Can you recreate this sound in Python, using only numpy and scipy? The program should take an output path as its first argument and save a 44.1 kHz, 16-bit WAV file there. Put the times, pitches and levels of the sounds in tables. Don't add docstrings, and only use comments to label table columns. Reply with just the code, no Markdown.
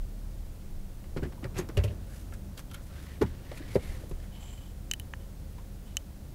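import sys
import numpy as np
from scipy import signal
from scipy.fft import rfft, irfft
from scipy.io import wavfile
from scipy.ndimage import uniform_filter1d

SR = 44100
rng = np.random.default_rng(int(sys.argv[2]) if len(sys.argv) > 2 else 0)


def generate_wav(signal):
    frames = np.transpose(np.atleast_2d(signal))
    scaled = np.clip(frames, -1, 1) * 32767
    pcm = np.round(scaled).astype(np.int16)
    wavfile.write(sys.argv[1], SR, pcm)


def magnitude_from_level(level_db):
    exponent = np.asarray(level_db, float) / 20
    return 10 ** exponent


N = 279594

# time in seconds, firing rate in Hz, firing tone in dB.
ENGINE = [(0, 37.2, -40.5), (.35, 37.22, -38), (.6, 37.2, -49.5), (1.6, 37.52, -44.5), (1.95, 46, -42.5),
          (2.6, 44.95, -47), (3.1, 43.5, -55), (3.7, 42.27, -49), (4.2, 41.42, -45.5), (5.7, 41.1, -45),
          (6.34, 41.1, -50)]
# time in seconds, level in dB.
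ROLLING = [
    (0.0, -45.5),
    (0.92, -47),
    (1.78, -42),
    (2.14, -45),
    (3.0, -46),
    (3.6, -44.5),
    (3.83, -41.5),
    (4.45, -47.5),
    (5.08, -46),
    (6.34, -47),
]
# frequency in Hz, density in dB per Hz.
RUMBLE = [(29, -39), (50, -10.5), (81, -3.5), (135, -10.5), (199, -14), (264, -17.5), (296, -18),
          (474, -26), (516, -23.5), (1500, -41), (1950, -108), (3300, -120)]
# frequency in Hz, width in Hz, level in dB.
CABIN_MODES = [(70.5, 13.5, -47.5), (118, 18, -57.5), (150, 4, -62), (195.7, 10, -56), (537, 30, -67)]
# peak in seconds, frequency in Hz, level in dB, length in seconds.
ROCKS = [(0.018, 27.5, -33, .2), (0.364, 31.2, -42, .25), (0.488, 25, -37.5, .12), (.78, 20.7, -36, .5),
         (1.17, 21.2, -36.5, 0.29), (1.577, 26.8, -45, .3), (2.362, 28.2, -41.5, 0.21),
         (2.658, 29, -42.5, 0.16), (2.817, 28.7, -46.5, .3), (3.321, 28.8, -39, .18),
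         (3.573, 26, -40.5, .2), (3.902, 26.7, -35.5, .25), (4.151, 28.2, -33.5, 0.17),
         (4.342, 28, -48, .12)]
# frequency in Hz, density in dB per Hz.
HISS = [(530, -12), (900, -7), (1470, -1), (1920, -2), (2360, -4), (13800, -7), (16000, -6)]

# peak in seconds, level in dB, tilt in dB per octave, ring in Hz, decay
# (t60) in seconds.
CRACKS = [
    (1.4418, -41, -5, 1698, 0.035),
    (1.6892, -44.5, -1, 5600, 0.02),
    (1.7708, -35.5, -2.5, 2700, 0.061),
    (1.8372, -42, 0, 2780, 0.09),
    (1.878, -54, -8, 2780, 0.071),
    (2.324, -50, -13, 1320, .04),
    (2.7129, -50.5, 0, 3180, 0.04),
    (3.516, -46.5, -7, 1880, 0.045),
    (4.095, -55, 5, 10950, 0.053),
    (4.112, -50, -5, 800, 0.06),
]
# peak in seconds, level in dB, tilt in dB per octave, ring
# in Hz, decay (t60) in seconds.
SCUFFS = [(1.042, -55, -4.5, 1340, .04), (1.170, -42.5, -6, 1200, 0.09), (1.233, -44, -5, 1600, .13),
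          (1.325, -53, -9, 1480, 0.04), (1.431, -48, -11, 1000, 0.1), (1.453, -45.5, -16, 1200, 0.08),
          (1.697, -46.5, -12, 1040, 0.067), (1.785, -43, -8, 1610, 0.15), (1.846, -50, 4, 6400, 0.061),
          (1.905, -58, -9, 2800, 0.11), (2.337, -51, 0.5, 1410, 0.075), (2.577, -46, 1, 4500, 0.07),
          (2.594, -46.5, 2, 5910, 0.061), (2.745, -45, 2, 1445, 0.045), (3.217, -33, -4.5, 1250, 0.07),
          (3.225, -44.5, -1, 1800, 0.088), (3.759, -38.5, -5, 2040, 0.029), (5.584, -58, -2.5, 1895, 0.036),
          (1.165, -48, -10, 1000, .05), (3.768, -47, -14, 1000, .06), (1.25, -50, -12, 1700, .08),
          (2.592, -50, -14, 700, .05)]
# end of the build-up in seconds, level in dB, tilt in
# dB per octave, ring in Hz, decay (t60) in seconds.
SCRAPES = [
    (1.577, -43, -4, 2500, 0.2),
    (1.591, -38.5, -5, 1100, 0.1),
    (1.606, -49, -3, 1830, 0.07),
    (3.576, -46, -1.5, 2450, 0.076),
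]
# peak in seconds, level
# in dB, tilt in dB per octave, ring in Hz, decay (t60) in seconds.
GRAINS = [(1.5588, -50, -8, 1930, .03), (1.5713, -46, -8, 2690, .03), (1.5805, -43, 2, 2000, .03),
          (1.5872, -42, 1, 1610, .025), (1.598, -48, 1, 1800, .04), (1.222, -54, -10, 1600, .04),
          (1.800, -50, -10, 2300, .14), (3.2125, -45, -3, 1300, .04), (1.3225, -56, -10, 1700, .04),
          (2.736, -53, 3, 3100, .04)]
# lower edge in Hz, upper edge in Hz.
SCUFF_BANDS = [(600, 1200), (1200, 2400), (2400, 4800), (4800, 8000), (8000, 14000)]

# start in seconds, level in dB, lower mode in Hz, decay (t60) in seconds, upper mode in dB.
KNOCKS = [(1.162, -33.5, 361, 0.11, -6), (1.222, -32, 267, 0.055, -4), (1.231, -35, 388, 0.07, -7.5),
          (1.252, -36, 245, 0.1, -1), (1.429, -37, 220, 0.065, -1), (1.446, -39, 390, 0.06, 0.5),
          (1.562, -42.5, 345, 0.082, -5), (1.587, -30, 360, 0.088, -19), (1.692, -38, 318, 0.043, -3),
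          (1.773, -29.5, 398, 0.079, -2), (1.84, -34.5, 402, 0.08, -2), (1.896, -46, 409, 0.12, -3),
          (3.211, -23.5, 310, 0.06, -15), (3.2185, -19, 413, 0.094, -32), (3.2285, -31, 258, 0.12, -4),
          (3.515, -39, 506, 0.034, -16), (3.603, -39, 296, 0.038, -26), (3.7552, -25, 452, 0.03, -16),
          (3.7627, -24, 412, 0.045, -16), (3.781, -42, 480, .05, -4), (4.035, -46.5, 490, 0.03, -17),
          (4.11, -40, 364, 0.044, -10)]
# start in seconds, level in dB, pitch in Hz, decay (t60) in seconds.
JINGLES = [(1.5872, -41, 6480, .02), (1.7704, -40, 2805, .035), (1.8369, -41, 2770, .025),
           (1.879, -50, 2810, .04), (1.904, -58, 2820, .03), (2.325, -51.5, 1356, .06),
           (2.578, -57, 1390, .06), (2.576, -52, 3200, .05), (2.712, -54, 1350, .08),
           (2.712, -55, 3170, .05), (2.741, -49.5, 1390, .08), (2.741, -51.5, 3150, .06),
           (3.215, -37, 1433, .06), (3.2187, -38, 860, .06), (3.745, -51, 4720, .05),
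           (5.583, -54, 952.3, .06), (1.598, -48, 6480, .025), (1.612, -56, 6480, .03),
           (1.5872, -49, 11700, .025), (1.598, -54, 11500, .03), (1.5665, -60, 11600, .04),
           (1.581, -49, 7500, .02), (1.786, -47, 2600, .03), (2.699, -61, 3190, .03),
           (3.228, -41, 856, .05), (3.229, -45, 1880, .04), (3.222, -42, 1100, .05),
           (1.228, -46, 1520, .04), (1.170, -52, 1900, .04), (5.018, -62, 3006, .03),
           (2.775, -56, 1400, .06), (3.759, -46, 1922, .025), (3.7552, -22.5, 455, .012),
           (3.7626, -24, 415, .012), (3.762, -51, 950, .06), (1.848, -50, 2500, .04),
           (1.857, -53, 2000, .04), (1.378, -55, 958, .04), (1.237, -49, 1500, .04),
           (1.245, -54, 1750, .04)]
# start in seconds, level in dB, pitch in Hz, decay (t60) in seconds.
BOOMS = [(1.163, -38, 150, 0.18), (1.166, -40, 250, .12), (1.226, -30, 77.3, 0.084),
         (1.23, -36.5, 152, 0.1), (1.428, -45, 79, .15), (1.446, -36, 124, 0.16), (1.563, -37.5, 109, 0.13),
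         (1.587, -33.5, 160, 0.1), (1.692, -48, 116, .15), (1.773, -21.5, 92, 0.24),
         (1.776, -23.5, 57.7, 0.22), (1.775, -32.5, 128.5, 0.17), (1.842, -27, 101.2, 0.27),
         (1.896, -33.5, 92, 0.2), (3.219, -29.5, 76.5, 0.37), (3.231, -31.5, 118, 0.14),
         (3.23, -33.5, 190, 0.17), (3.7597, -27, 110, 0.06), (3.772, -32, 75, 0.13),
         (3.7615, -31, 200, .05), (4.11, -40.5, 145, 0.099)]

# peak in seconds, rise in seconds, fall in seconds, level in dB, weave pitch at the peak in Hz.
SWISHES = [
    (1.87, .02, 0.18, -61, 1750),
    (2.146, 0.13, .18, -59.5, 1590),
    (2.755, .01, 0.046, -58, 1400),
    (2.97, .2, .2, -59, 1500),
    (3.10, .14, .14, -58, 1900),
    (3.26, .02, 0.097, -55.5, 1820),
    (3.55, 0.24, .12, -55.5, 2000),
    (3.73, .15, .05, -52, 2110),
    (3.84, 0.071, .25, -51.5, 2050),
    (4.244, 0.13, .1, -61, 1775),
]
# peak in seconds, rise in seconds, fall in seconds, level in dB.
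FIZZES = [(2.146, 0.091, .15, -59), (2.83, .04, .07, -66), (3.042, 0.21, .2, -63.5),
          (3.574, 0.087, .04, -59.5), (3.752, .1, 0.047, -57), (3.83, .05, .35, -58.5),
          (4.25, .08, .08, -68)]
# peak in seconds, rise in seconds, fall in seconds, level in dB, pitch in Hz.
CREAKS = [(2.895, .01, .14, -62, 1370), (3.11, .015, .04, -58, 1900), (3.17, .03, .03, -66, 2350),
          (3.715, .025, .04, -56, 2100), (3.64, .03, .04, -61, 1950), (3.81, .02, .05, -57, 2150)]

# start of the hold in seconds, hold in seconds, low ring in dB, high ring
# in dB.
RUBS = [
    (4.33, 0.061, -63, -78),
    (4.41, .125, -61.5, -64),
    (4.58, .08, -65.5, -74),
    (5.199, .03, -72, -85),
    (5.869, 0.043, -68, -82),
    (4.67, .04, -72, -76),
]
# frequency in Hz, width in Hz, level in dB, ring it belongs to (0 low, higher values round down).
RUBBED = [(800, 820, -3.5, 0), (2380, 2900, 1.5, 0), (2984, 280, -2.5, 0), (6200, 600, -5, 1),
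          (7350, 700, 3.5, 1), (11090, 1100, -12.5, 0.9)]
# start in seconds, level in dB, treble rings in dB, low ring in dB, crack in dB.
BUTTONS = [
    (4.913, -21.5, -1.5, -8, -14),
    (4.9363, -30.5, -10, 0, 1),
    (4.998, -40, -7, -3, 5.5),
    (5.969, -22, -0.5, -10, -10.5),
]
# frequency in Hz, level in dB, decay (t60) in seconds.
CASE = [(1340, -8.5, 0.0057), (1820, -4, 0.012), (2640, 2, 0.0054), (3000, 1, 0.021), (3960, -3, 0.008),
        (4900, -14, 0.0068), (5540, -7, 0.01), (6340, 5, 0.0068), (7420, 9, 0.0044), (11500, -6, 0.0033),
        (3090, -9, .027), (8600, -10, .005), (12600, -7, .003)]
# frequency in Hz, level in dB, decay (t60) in seconds.
LATCH = [(1000, 1.5, 0.0081), (1300, -9, 0.013), (1752, 5.5, 0.0094), (2500, -6, .008), (2950, -4, 0.011),
         (4400, -24, .004), (6400, -12, 0.0093)]

CLOTH_DEPTH_DB = -14


def evened(x):
    return x / np.sqrt(np.mean(x ** 2) + 1e-20)


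def peaked(x, size):
    return x / np.sqrt(uniform_filter1d(x ** 2, size).max())


def band(x, lo_hz, hi_hz):
    return signal.sosfilt(signal.butter(2, [lo_hz, hi_hz], "bandpass", fs=SR, output="sos"), x)


def below(x, hz):
    return signal.oaconvolve(x, signal.firwin(701, hz, window=("kaiser", 9), fs=SR), "same")


def coloured(points):
    hz, db = np.transpose(points)
    log_hz = np.log(np.fft.rfftfreq(N, 1 / SR) + 1)
    gain = magnitude_from_level(np.interp(log_hz, np.log(hz), db, -120, -120))
    return evened(irfft(rfft(rng.standard_normal(N)) * gain, N))


def resonate(x, hz, width):
    turn = np.exp(2j * np.pi * np.cumsum(hz * np.ones(len(x))) / SR)
    r = np.exp(-np.pi * width / SR)
    return 2 * (turn * signal.lfilter([1 - r], [1, -r], x / turn)).real


def resonate_twice(x, hz, width):
    return evened(resonate(resonate(x, hz, width), hz, width))


def ring(modes, seconds, rise):
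    t = np.arange(round(seconds * SR)) / SR
    sines = np.zeros(len(t))
    for k, (hz, db, t60) in enumerate(modes):
        sines += (-1) ** k * magnitude_from_level(db - 60 * t / max(t60, .002)) * np.sin(2 * np.pi * hz * t)
    return sines * (1 - np.exp(-t / rise))


def swell(rise, hold, fall, depth_db):
    rise, hold, fall = np.maximum([rise, hold, fall], 1e-3)
    t = np.arange(0, rise + hold + fall, 1 / SR)
    corners = [0, rise, rise + hold, rise + hold + fall]
    return np.interp(t, corners, [depth_db, 0, 0, depth_db]), signal.windows.tukey(len(t), .1)


def add(mix, s, sound):
    at = round(s * SR)
    part = mix[max(at, 0):][:len(sound) + min(at, 0)]
    part += sound[max(-at, 0):][:len(part)]


def engine():
    s, hz, db = np.transpose(ENGINE)
    t = np.arange(N) / SR
    turns = np.cumsum(np.interp(t, s, hz)) / SR
    tone = np.sqrt(2) * np.sin(2 * np.pi * turns)
    tone += magnitude_from_level(-8.5) * np.sin(4 * np.pi * turns)
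    tone += magnitude_from_level(-23) * np.sin(np.pi * turns)
    return magnitude_from_level(np.interp(t, s, db)) * tone


def cabin():
    t = np.arange(N) / SR
    out = magnitude_from_level(-52.5) * evened(band(rng.standard_normal(N), 10.4, 40.6))
    for s, hz, db, length in ROCKS:
        shape_db, edges = swell(length / 2, 0, length / 2, -17)
        sway = np.sqrt(2) * np.sin(2 * np.pi * hz * t[:len(edges)])
        add(out, s - length / 2, magnitude_from_level(db + shape_db) * edges * sway)
    hums = np.zeros(N)
    for hz, width, db in CABIN_MODES:
        hums += magnitude_from_level(db) * resonate_twice(rng.standard_normal(N), hz, width)
    swell_db = np.interp(t, *np.transpose(ROLLING))
    return out + magnitude_from_level(swell_db - 1.5) * coloured(RUMBLE) + magnitude_from_level(swell_db + 43.5) * hums


def scuffs():
    out, t = np.zeros(N), np.arange(6000) / SR
    crack_rise_s, scuff_rise_s, scrape_build = .00099, .005, .17
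    rows = [(*row, crack_rise_s) for row in CRACKS]
    rows += [(*row, scuff_rise_s) for row in SCUFFS]
    rows += [(*row, scrape_build * row[-1]) for row in SCRAPES]
    rows += [(*row, crack_rise_s) for row in GRAINS]
    noises = rng.standard_normal((len(rows), 6, len(t)))
    for (s, db, tilt_db, ring_hz, t60, rise), (grit, *fibres) in zip(rows, noises):
        rise = np.clip(rise, .0003, .04)
        fall_db = -18 * np.maximum(1 - t / rise, 0) - 60 * np.maximum(t - rise, 0) / max(t60, .005)
        slips = magnitude_from_level(3.2 * evened(uniform_filter1d(grit, 50))) * np.minimum(t / .0003, 1)
        burst = magnitude_from_level(-1.5 + .9 * fall_db) * evened(resonate(fibres[0] * slips, ring_hz, 300))
        for k, edges in enumerate(SCUFF_BANDS):
            band_db = tilt_db * max(k - 1, 0)
            if k == 0:
                band_db -= 5 + .45 * max(tilt_db, -10)
            level = magnitude_from_level(band_db + (.75 + .16 * k) * fall_db)
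            burst += level * evened(band(fibres[k] * slips, *edges))
        add(out, s - rise, magnitude_from_level(db) * peaked(burst, size=150))
    return out


def knocks():
    out, t = np.zeros(N), np.arange(8820) / SR
    upper_mode, jingle_pair = 1.45, 1.12
    mute_db_per_s = 5000
    firm_db = -30
    blows = [(s, db, hz, t60, upper_mode * hz, upper_db) for s, db, hz, t60, upper_db in KNOCKS]
    blows += [(s, db, hz, t60, jingle_pair * hz, -12) for s, db, hz, t60 in JINGLES]
    gaps = np.append(np.diff([row[0] for row in KNOCKS]), np.ones(len(JINGLES) + 1))
    shakes = rng.standard_normal((len(blows), len(t)))
    for (s, db, hz, t60, second_hz, second_db), gap, shake in zip(blows, gaps, shakes):
        modes = ring([(hz, 0, t60), (second_hz, second_db, t60)], len(t) / SR, 1.07 / hz)
        clatter = resonate_twice(shake, hz, 0.5 * hz) * magnitude_from_level(-60 * t / (1.86 * t60))
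        clatter *= .33 * magnitude_from_level(min(firm_db - db, 3)) * np.minimum(t / 0.0039, 1)
        level = magnitude_from_level(db - mute_db_per_s * np.maximum(t - gap, 0))
        add(out, s, level * peaked(modes + clatter, size=300))
    for s, db, hz, t60 in BOOMS:
        add(out, s, magnitude_from_level(db) * peaked(ring([(hz, 0, t60)], .4, 0.0032), size=800))
    return out


def rustles():
    out = np.zeros(N)
    sag_per_db = .012
    wander, patchy_db = .045, 2.5
    weave_share = .36
    threads, air, fibres, grit, folds, patches = rng.standard_normal((6, N))
    folds = evened(uniform_filter1d(uniform_filter1d(folds, size=1500), size=1500))
    patches = evened(uniform_filter1d(uniform_filter1d(patches, size=1500), size=1500))
    grains = magnitude_from_level(2.0 * evened(uniform_filter1d(grit, 300)))
    wash = evened(band(air * grains, 790, 4200))
    fizz = evened(band(fibres * grains, 4610, 12700))
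    drag = threads * grains * magnitude_from_level(patchy_db * patches)
    for s, rise, fall, db, top_hz in SWISHES:
        shape_db, edges = swell(rise, 0, fall, CLOTH_DEPTH_DB)
        start = round((s - rise) * SR)
        here = slice(start, start + len(edges))
        hz = top_hz * (1 + sag_per_db * shape_db + wander * folds[here])
        weave = resonate_twice(drag[here], hz, 620)
        cloth = np.sqrt(weave_share) * weave + np.sqrt(1 - weave_share) * wash[here]
        add(out, s - rise, magnitude_from_level(db + shape_db) * edges * cloth)
    for s, rise, fall, db in FIZZES:
        shape_db, edges = swell(rise, 0, fall, CLOTH_DEPTH_DB)
        start = round((s - rise) * SR)
        add(out, s - rise, magnitude_from_level(db + shape_db) * edges * fizz[start:start + len(edges)])
    return out


def creaks():
    out = np.zeros(N)
    noises = rng.standard_normal((len(CREAKS), 2, SR // 2))
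    for (s, rise, fall, db, hz), (rasp, grit) in zip(CREAKS, noises):
        shape_db, edges = swell(rise, 0, fall, CLOTH_DEPTH_DB)
        slips = (rasp * magnitude_from_level(3 * evened(uniform_filter1d(grit, size=150))))[:len(edges)]
        add(out, s - rise, magnitude_from_level(db + shape_db) * edges * resonate_twice(slips, hz, .14 * hz))
    return out


def rubs():
    out = np.zeros(N)
    rise_s, fall_s = .03, .07
    for (s, hold, *rings_db), noise in zip(RUBS, rng.standard_normal((len(RUBS), 2, SR // 2))):
        shape_db, edges = swell(rise_s, hold, fall_s, -20)
        skin, grit = noise[:, :len(edges)]
        slips = skin * magnitude_from_level(2.2 * evened(uniform_filter1d(grit, 200)))
        rings = np.zeros(len(edges))
        for hz, width, db, which in RUBBED:
            rings += magnitude_from_level(db + rings_db[int(which)]) * resonate_twice(slips, hz, width)
        add(out, s - rise_s, magnitude_from_level(shape_db) * edges * rings)
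    return out


def buttons():
    out, t = np.zeros(N), np.arange(2646) / SR
    ticks = rng.standard_normal((len(BUTTONS), len(t)))
    for (s, db, treble_db, low_db, crack_db), tick in zip(BUTTONS, ticks):
        modes = []
        for hz, mode_db, t60 in CASE:
            mode_db += treble_db * (hz > 5000 or hz < 1500) + low_db * (1500 < hz < 2000)
            modes.append((hz, mode_db, t60))
        snap = peaked(ring(modes, len(t) / SR, 0.00033), size=100)
        crack = peaked(band(tick * magnitude_from_level(-60 * t / 0.0061), 6300, 14600), size=30)
        shiver = peaked(band(tick[::-1] * magnitude_from_level(-60 * t / .03), 2300, 9000), size=100)
        add(out, s, magnitude_from_level(db) * (snap + magnitude_from_level(crack_db) * crack + magnitude_from_level(-22) * shiver))
    latch_s, latch_db = 5.1367, -33
    add(out, latch_s, magnitude_from_level(latch_db) * peaked(ring(LATCH, .06, 0.00046), size=100))
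    return out


def scene():
    around = engine() + cabin() + scuffs() + knocks() + rustles() + creaks() + rubs()
    around = around + 0.52 * resonate(around, 11100, 800)
    return (below(around, 15000) + buttons())[None]


def low_pass(x):
    return signal.sosfilt(signal.butter(12, 16820, fs=SR, output="sos"), x)


def record(dry):
    hiss = magnitude_from_level(-61.5) * below(coloured(HISS), 15750)
    mix = below(dry[0] + hiss, 16600)[None]
    return low_pass(mix)


dry = scene()
out = record(dry)
generate_wav(out)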